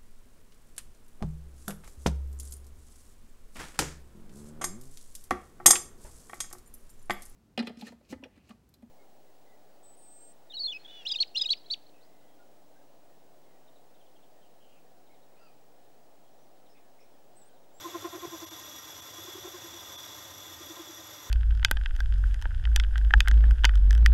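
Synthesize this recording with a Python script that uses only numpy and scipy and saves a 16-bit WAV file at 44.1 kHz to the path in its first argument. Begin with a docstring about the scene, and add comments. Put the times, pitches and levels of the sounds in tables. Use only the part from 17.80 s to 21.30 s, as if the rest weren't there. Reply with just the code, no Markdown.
"""Cutting a groove on a small lathe

A metal lathe runs steadily in a home workshop while a blade is fed into a spinning steel bar.
Gears and bearings hiss through the ringing metal body, the motor hums, and the bench bumps once.
About ten times a second, once a turn, the high side of the bar makes the blade chatter
in short buzzes that swell and fade with the feed."""
import sys
import numpy as np
from scipy import signal
from scipy.fft import rfft, irfft
from scipy.io import wavfile
from scipy.ndimage import uniform_filter1d

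SR = 44100
rng = np.random.default_rng(int(sys.argv[2]) if len(sys.argv) > 2 else 0)


def waveform_to_disk(signal):
    """Save audio, clipped to [-1, 1], as 16-bit WAV at the path in sys.argv[1]."""
    frames = np.transpose(np.atleast_2d(signal))
    scaled = np.clip(frames, -1, 1) * 32767
    samples = np.round(scaled).astype(np.int16)
    wavfile.write(sys.argv[1], SR, samples)


N = 154350

# Tone colour of the running noise: f/Hz, relative level/dB
HISS_COLOUR = [(40, -22), (80, -5), (110, -5), (210, -11.5), (330, -5.5), (600, -7), (1100, -7),
               (2450, -14), (3300, -9.5), (4700, -12.5), (6800, -10.5), (8000, -14.5), (9500, -29.5),
               (10600, -22.5), (11500, -14.5), (14300, -21), (15700, -20.5)]
# Moments when the hiss dips briefly: centre t/s, half-width/s, depth/dB
HISS_DIPS = [(.657, .006, 18), (.700, .006, 18), (1.213, .005, 16), (2.172, .007, 16)]
# Resonances of the cast body (bed and headstock): f/Hz, relative width/Hz, relative level/dB
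BODY_RINGS = [(312.8, 24, 5), (414.6, 14, -1.5), (543, 29, 1.5), (595, 32, 2), (721, 24, -1), (900, 64, -2),
              (1017, 29, 5.5), (1053.3, 18, 7), (1175, 26, -1.5), (1212, 37, 3.5), (1347, 37, 2.5),
              (1587, 78, -1.5), (1874, 70, 1), (2027, 65, -4), (2150, 21, -7.5), (2277, 44, -7.5),
              (2460, 83, -13.5), (2632, 31, -10), (2862, 47, -7), (2906, 110, -10)]
# Resonances of the spindle and the chuck that grips the bar: f/Hz, relative width/Hz, relative level/dB
CHUCK_RINGS = [(3265, 25, -14), (3360, 20, 0), (3415, 22, -2), (3462, 30, -1), (3535, 40, -11),
               (3615, 70, -6), (3880, 50, -14)]
# Resonances of bearings and small parts: f/Hz, relative width/Hz, relative level/dB
BEARING_RINGS = [(4860, 40, -16), (4960, 45, -11), (5200, 80, -17), (5560, 90, -11), (5740, 70, -8),
                 (5815, 60, -5), (5890, 60, -8), (5965, 50, -9), (6170, 90, -16), (6350, 50, -13),
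                 (6560, 40, -13), (6980, 120, -14), (7400, 120, -16), (11030, 70, -18), (11260, 60, -18),
                 (11460, 110, -6), (11680, 50, -15), (12070, 90, -22), (13290, 70, -20), (13680, 90, -17),
                 (13880, 60, -22), (14920, 120, -24), (15390, 90, -23)]
# Load on the machine: t/s, overall level/dB, extra chuck level/dB, extra bearing level/dB
# Only each level's swing around its own average is used.
LOAD_CURVES = [(0, -45.5, -6.5, -2.5), (.3, -47.5, -8, -2.4), (.7, -47.5, -6, 1), (1.1, -47.5, -6.5, 0.9),
               (1.5, -47.5, -5.5, 0.8), (1.9, -47.5, -6.5, .1), (2.23, -46.5, -3.5, 0.5),
               (2.5, -48, -6.5, 0.4), (2.88, -47.5, -6, -0.1), (3.2, -48.5, -6, 0.6),
               (3.5, -46.5, -8, -1.5)]
# Tones of motor and belt: f/Hz, rms level/dB, wander/dB
MOTOR_TONES = [(99.8, -68.5, 3.5), (73.3, -80, 4), (85, -72, 5), (273, -79.5, 7.5)]
# Buzzes of the blade: centre t/s, rise time/s, peak level/dB, f/Hz,
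# 2nd harmonic level/dB, 3rd harmonic level/dB
BLADE_BUZZES = [(0.063, 0.017, -36, 338, -52, -35), (0.09, 0.011, -44, 350, -50, -47),
                (0.132, 0.009, -46, 370, -59, -46), (0.158, 0.016, -32, 343, -43.5, -33.5),
                (0.232, 0.0069, -42.5, 376, -52, -47.5), (0.256, 0.013, -30, 346, -43.5, -33),
                (0.28, 0.0087, -48, 352, -45, -41), (0.339, 0.013, -39, 340, -45, -43),
                (0.355, 0.014, -34.5, 347, -52, -45), (0.382, 0.007, -44, 383, -50, -48.5),
                (0.441, 0.02, -37, 348, -47, -39.5), (0.454, 0.0047, -35.5, 370, -45, -40),
                (0.479, 0.0081, -43, 354, -50, -47), (0.54, 0.024, -37.5, 334, -50.5, -43.5),
                (0.632, 0.016, -38, 333, -50, -48), (0.729, 0.022, -44.5, 328, -58, -74),
                (0.821, 0.0093, -51, 332, -62, -63), (1.392, 0.012, -46.5, 340, -62, -49),
                (1.455, 0.009, -47, 336, -71, -59), (1.487, 0.009, -40, 360, -57, -46),
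                (1.557, 0.0065, -38, 360, -59, -49), (1.585, 0.01, -41.5, 368, -54, -49),
                (1.655, 0.013, -37, 360, -53, -49), (1.679, 0.0073, -39, 374, -53, -49),
                (1.753, 0.018, -40.5, 360, -59, -48), (1.854, 0.02, -44.5, 342, -60, -57),
                (1.951, 0.027, -48, 346, -72, -64), (2.714, 0.011, -51.5, 336, -65, -65),
                (2.813, 0.01, -43.5, 344, -68, -55), (2.909, 0.015, -41, 331, -71, -57),
                (2.98, 0.018, -52, 340, -65, -47), (3.004, 0.015, -39, 335, -62, -57),
                (3.076, 0.0051, -47, 356, -64, -56), (3.101, 0.013, -42, 330, -64, -57),
                (3.193, 0.027, -51, 329, -59, -64)]


def amp(db):
    """Turn decibels into a gain."""
    return 10 ** (np.asarray(db) / 20)


def rms_one(x):
    """Scale a signal so that its average strength (rms) is 1."""
    return x / np.sqrt(np.mean(x ** 2) + 1e-20)


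def drift(rate_hz):
    """A slow random wander of strength 1 that changes about rate_hz times a second."""
    r = np.exp(-2 * np.pi * rate_hz / SR)
    warm_up = SR // 4
    wander = signal.lfilter([1], [1, -2 * r, r * r], rng.standard_normal(N + warm_up))
    return rms_one(wander[warm_up:])


def resonate(x, hz, width_hz):
    """Make a signal ring: pitches near hz pass, the rest are weakened."""
    r = np.exp(-np.pi * width_hz / SR)
    gain = (1 - r * r) / 2
    return signal.lfilter([gain, 0, -gain], [1, -2 * r * np.cos(2 * np.pi * hz / SR), r * r], x)


def dips_db():
    """Short, bell-shaped drops in level."""
    t = np.arange(N) / SR
    return -sum(depth_db * np.exp(-((t - at) / width) ** 2) for at, width, depth_db in HISS_DIPS)


def running_noise(level_db=-50.5, ripple_db=2.2, ripple_step_hz=40):
    """Gears, belt and motor hiss and rumble; countless small resonances make the colour uneven."""
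    hz, db = np.transpose(HISS_COLOUR)
    f = np.maximum(np.arange(N // 2 + 1) * SR / N, 1)
    ripple = np.interp(f / ripple_step_hz, np.arange(2000), rng.standard_normal(2000))
    colour_db = np.interp(np.log(f), np.log(hz), db) + ripple_db * ripple
    bass_cut = np.minimum(f / hz[0], 1) ** 2
    hiss = irfft(rfft(rng.standard_normal(N)) * amp(colour_db) * bass_cut, N)
    return amp(level_db + dips_db()) * rms_one(hiss)


def ringing_metal(rings, level_db, dip_below_db, widen=1.3, flicker_db=1.04):
    """Rolling parts make the metal ring. Each ring flickers on its own; weak ones dip with the hiss."""
    warm_up = 4000
    rolling = rng.standard_normal((3, N + warm_up))  # neighbouring rings get unrelated noise
    metal, dips = 0, dips_db()
    for k, (hz, width_hz, db) in enumerate(rings):
        ring = resonate(rolling[k % 3], hz, widen * width_hz)
        ring = resonate(ring, hz, widen * width_hz)[warm_up:]  # a second pass sharpens the edges
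        ring_db = db + flicker_db * drift(20) + dips * (db < dip_below_db)
        metal += amp(ring_db) * ring
    return amp(level_db) * rms_one(metal)


def machine_noise(turns_per_s=10.52, throb_db=1.6):
    """Hiss and ringing follow the load; the high ringing throbs three times a turn, once per chuck jaw."""
    t = np.arange(N) / SR
    times, *curves = np.transpose(LOAD_CURVES)
    load_db, chuck_db, bearing_db = [np.interp(t, times, db - db.mean()) for db in curves]
    bearing_db += throb_db * np.cos(2 * np.pi * (3 * turns_per_s * t - .3))
    chuck = amp(chuck_db) * ringing_metal(CHUCK_RINGS, level_db=-52, dip_below_db=-4)
    bearings = amp(bearing_db) * ringing_metal(BEARING_RINGS, level_db=-52, dip_below_db=-8)
    body = ringing_metal(BODY_RINGS, level_db=-54, dip_below_db=3)
    flicker_db = 0.54 * drift(27)
    return amp(load_db + flicker_db) * (running_noise() + body + chuck + bearings)


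def motor_hum():
    """Motor and belt give steady low tones that waver in strength."""
    t = np.arange(N) / SR
    hum = 0
    for hz, db, wander_db in MOTOR_TONES:
        strength = np.sqrt(2) * amp(db + wander_db * drift(rate_hz=4))
        hum += strength * np.sin(2 * np.pi * (hz * t + rng.random()))
    return hum


def bench_bump(at_s=.471, hz=136, gain_db=-38.5, rise_s=0.0046, fade_s=0.062):
    """One soft bump on the bench: a low tone that dies away by 60 dB in fade_s."""
    t = np.maximum(np.arange(N) / SR - at_s, 0)
    rise = 1 - np.exp(-t / rise_s)
    return amp(gain_db - 60 * t / fade_s) * rise * np.sin(2 * np.pi * hz * t)


def swell(t, rise_s, tail=1.31):
    """The bell-shaped loudness of a buzz; the fall takes tail times as long as the rise."""
    return np.exp(-2 * (t / (rise_s * np.where(t > 0, tail, 1))) ** 2)


def blade_scrape(tearing, post_hz, rub_s=.12):
    """Tearing steel scrapes and rings the tool post; rubbing keeps the post singing between buzzes."""
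    rub_strength = amp(7) * uniform_filter1d(tearing, size=int(rub_s * SR))
    rub = rub_strength * rng.standard_normal(N)
    band = signal.butter(2, [426, 2100], "band", fs=SR, output="sos")
    scrape = tearing * rms_one(signal.sosfilt(band, rng.standard_normal(N)))
    post_ring = amp(6) * resonate(scrape + rub + 1e-18, post_hz, width_hz=29)
    return scrape + post_ring


def blade_chatter(sag_hz_per_s=580, post_hz=1048, post_pull=0.59, scrape_db=-19.5):
    """The blade shakes against the bar: each buzz is a falling tone with overtones and a scrape."""
    tones, tearing = np.zeros((2, N))
    phases = rng.random((len(BLADE_BUZZES), 4 + 1))[:, :4]
    for (at, rise_s, db, hz, second_db, third_db), phase in zip(BLADE_BUZZES, phases):
        span = np.arange(max(int((at - .06) * SR), 0), min(int((at + .08) * SR), N))
        t = span / SR - at
        cycles = np.outer([1, 2, 3, 4], hz * t - sag_hz_per_s * t ** 2 / 2)
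        # The tool post, which holds the blade, pulls the 3rd harmonic towards its own pitch.
        cycles[2] += post_pull * (post_hz - 3 * hz) * t
        first, second, third, fourth = np.sin(2 * np.pi * (cycles + phase[:, None]))
        upper = third + amp(-14.5) * fourth
        tones[span] += amp(db) * swell(t, rise_s) * first
        tones[span] += amp(second_db) * swell(t - 0.0023, rise_s) * second  # peaks a little later
        tones[span] += amp(third_db) * swell(t + 0.0053, 0.84 * rise_s) * upper  # earlier and shorter
        tearing[span] += amp(db + scrape_db) * swell(t, 1.56 * rise_s)
    return tones + blade_scrape(tearing, post_hz)


def scene():
    """Mix machine noise, hum, bump and chatter into one channel."""
    return (machine_noise() + motor_hum() + bench_bump() + blade_chatter())[None]


def record(dry):
    """Cut the treble steeply above 15750 Hz."""
    return signal.sosfilt(signal.ellip(12, .5, 60, 15750, fs=SR, output="sos"), dry)


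dry = scene()
out = record(dry)
waveform_to_disk(out)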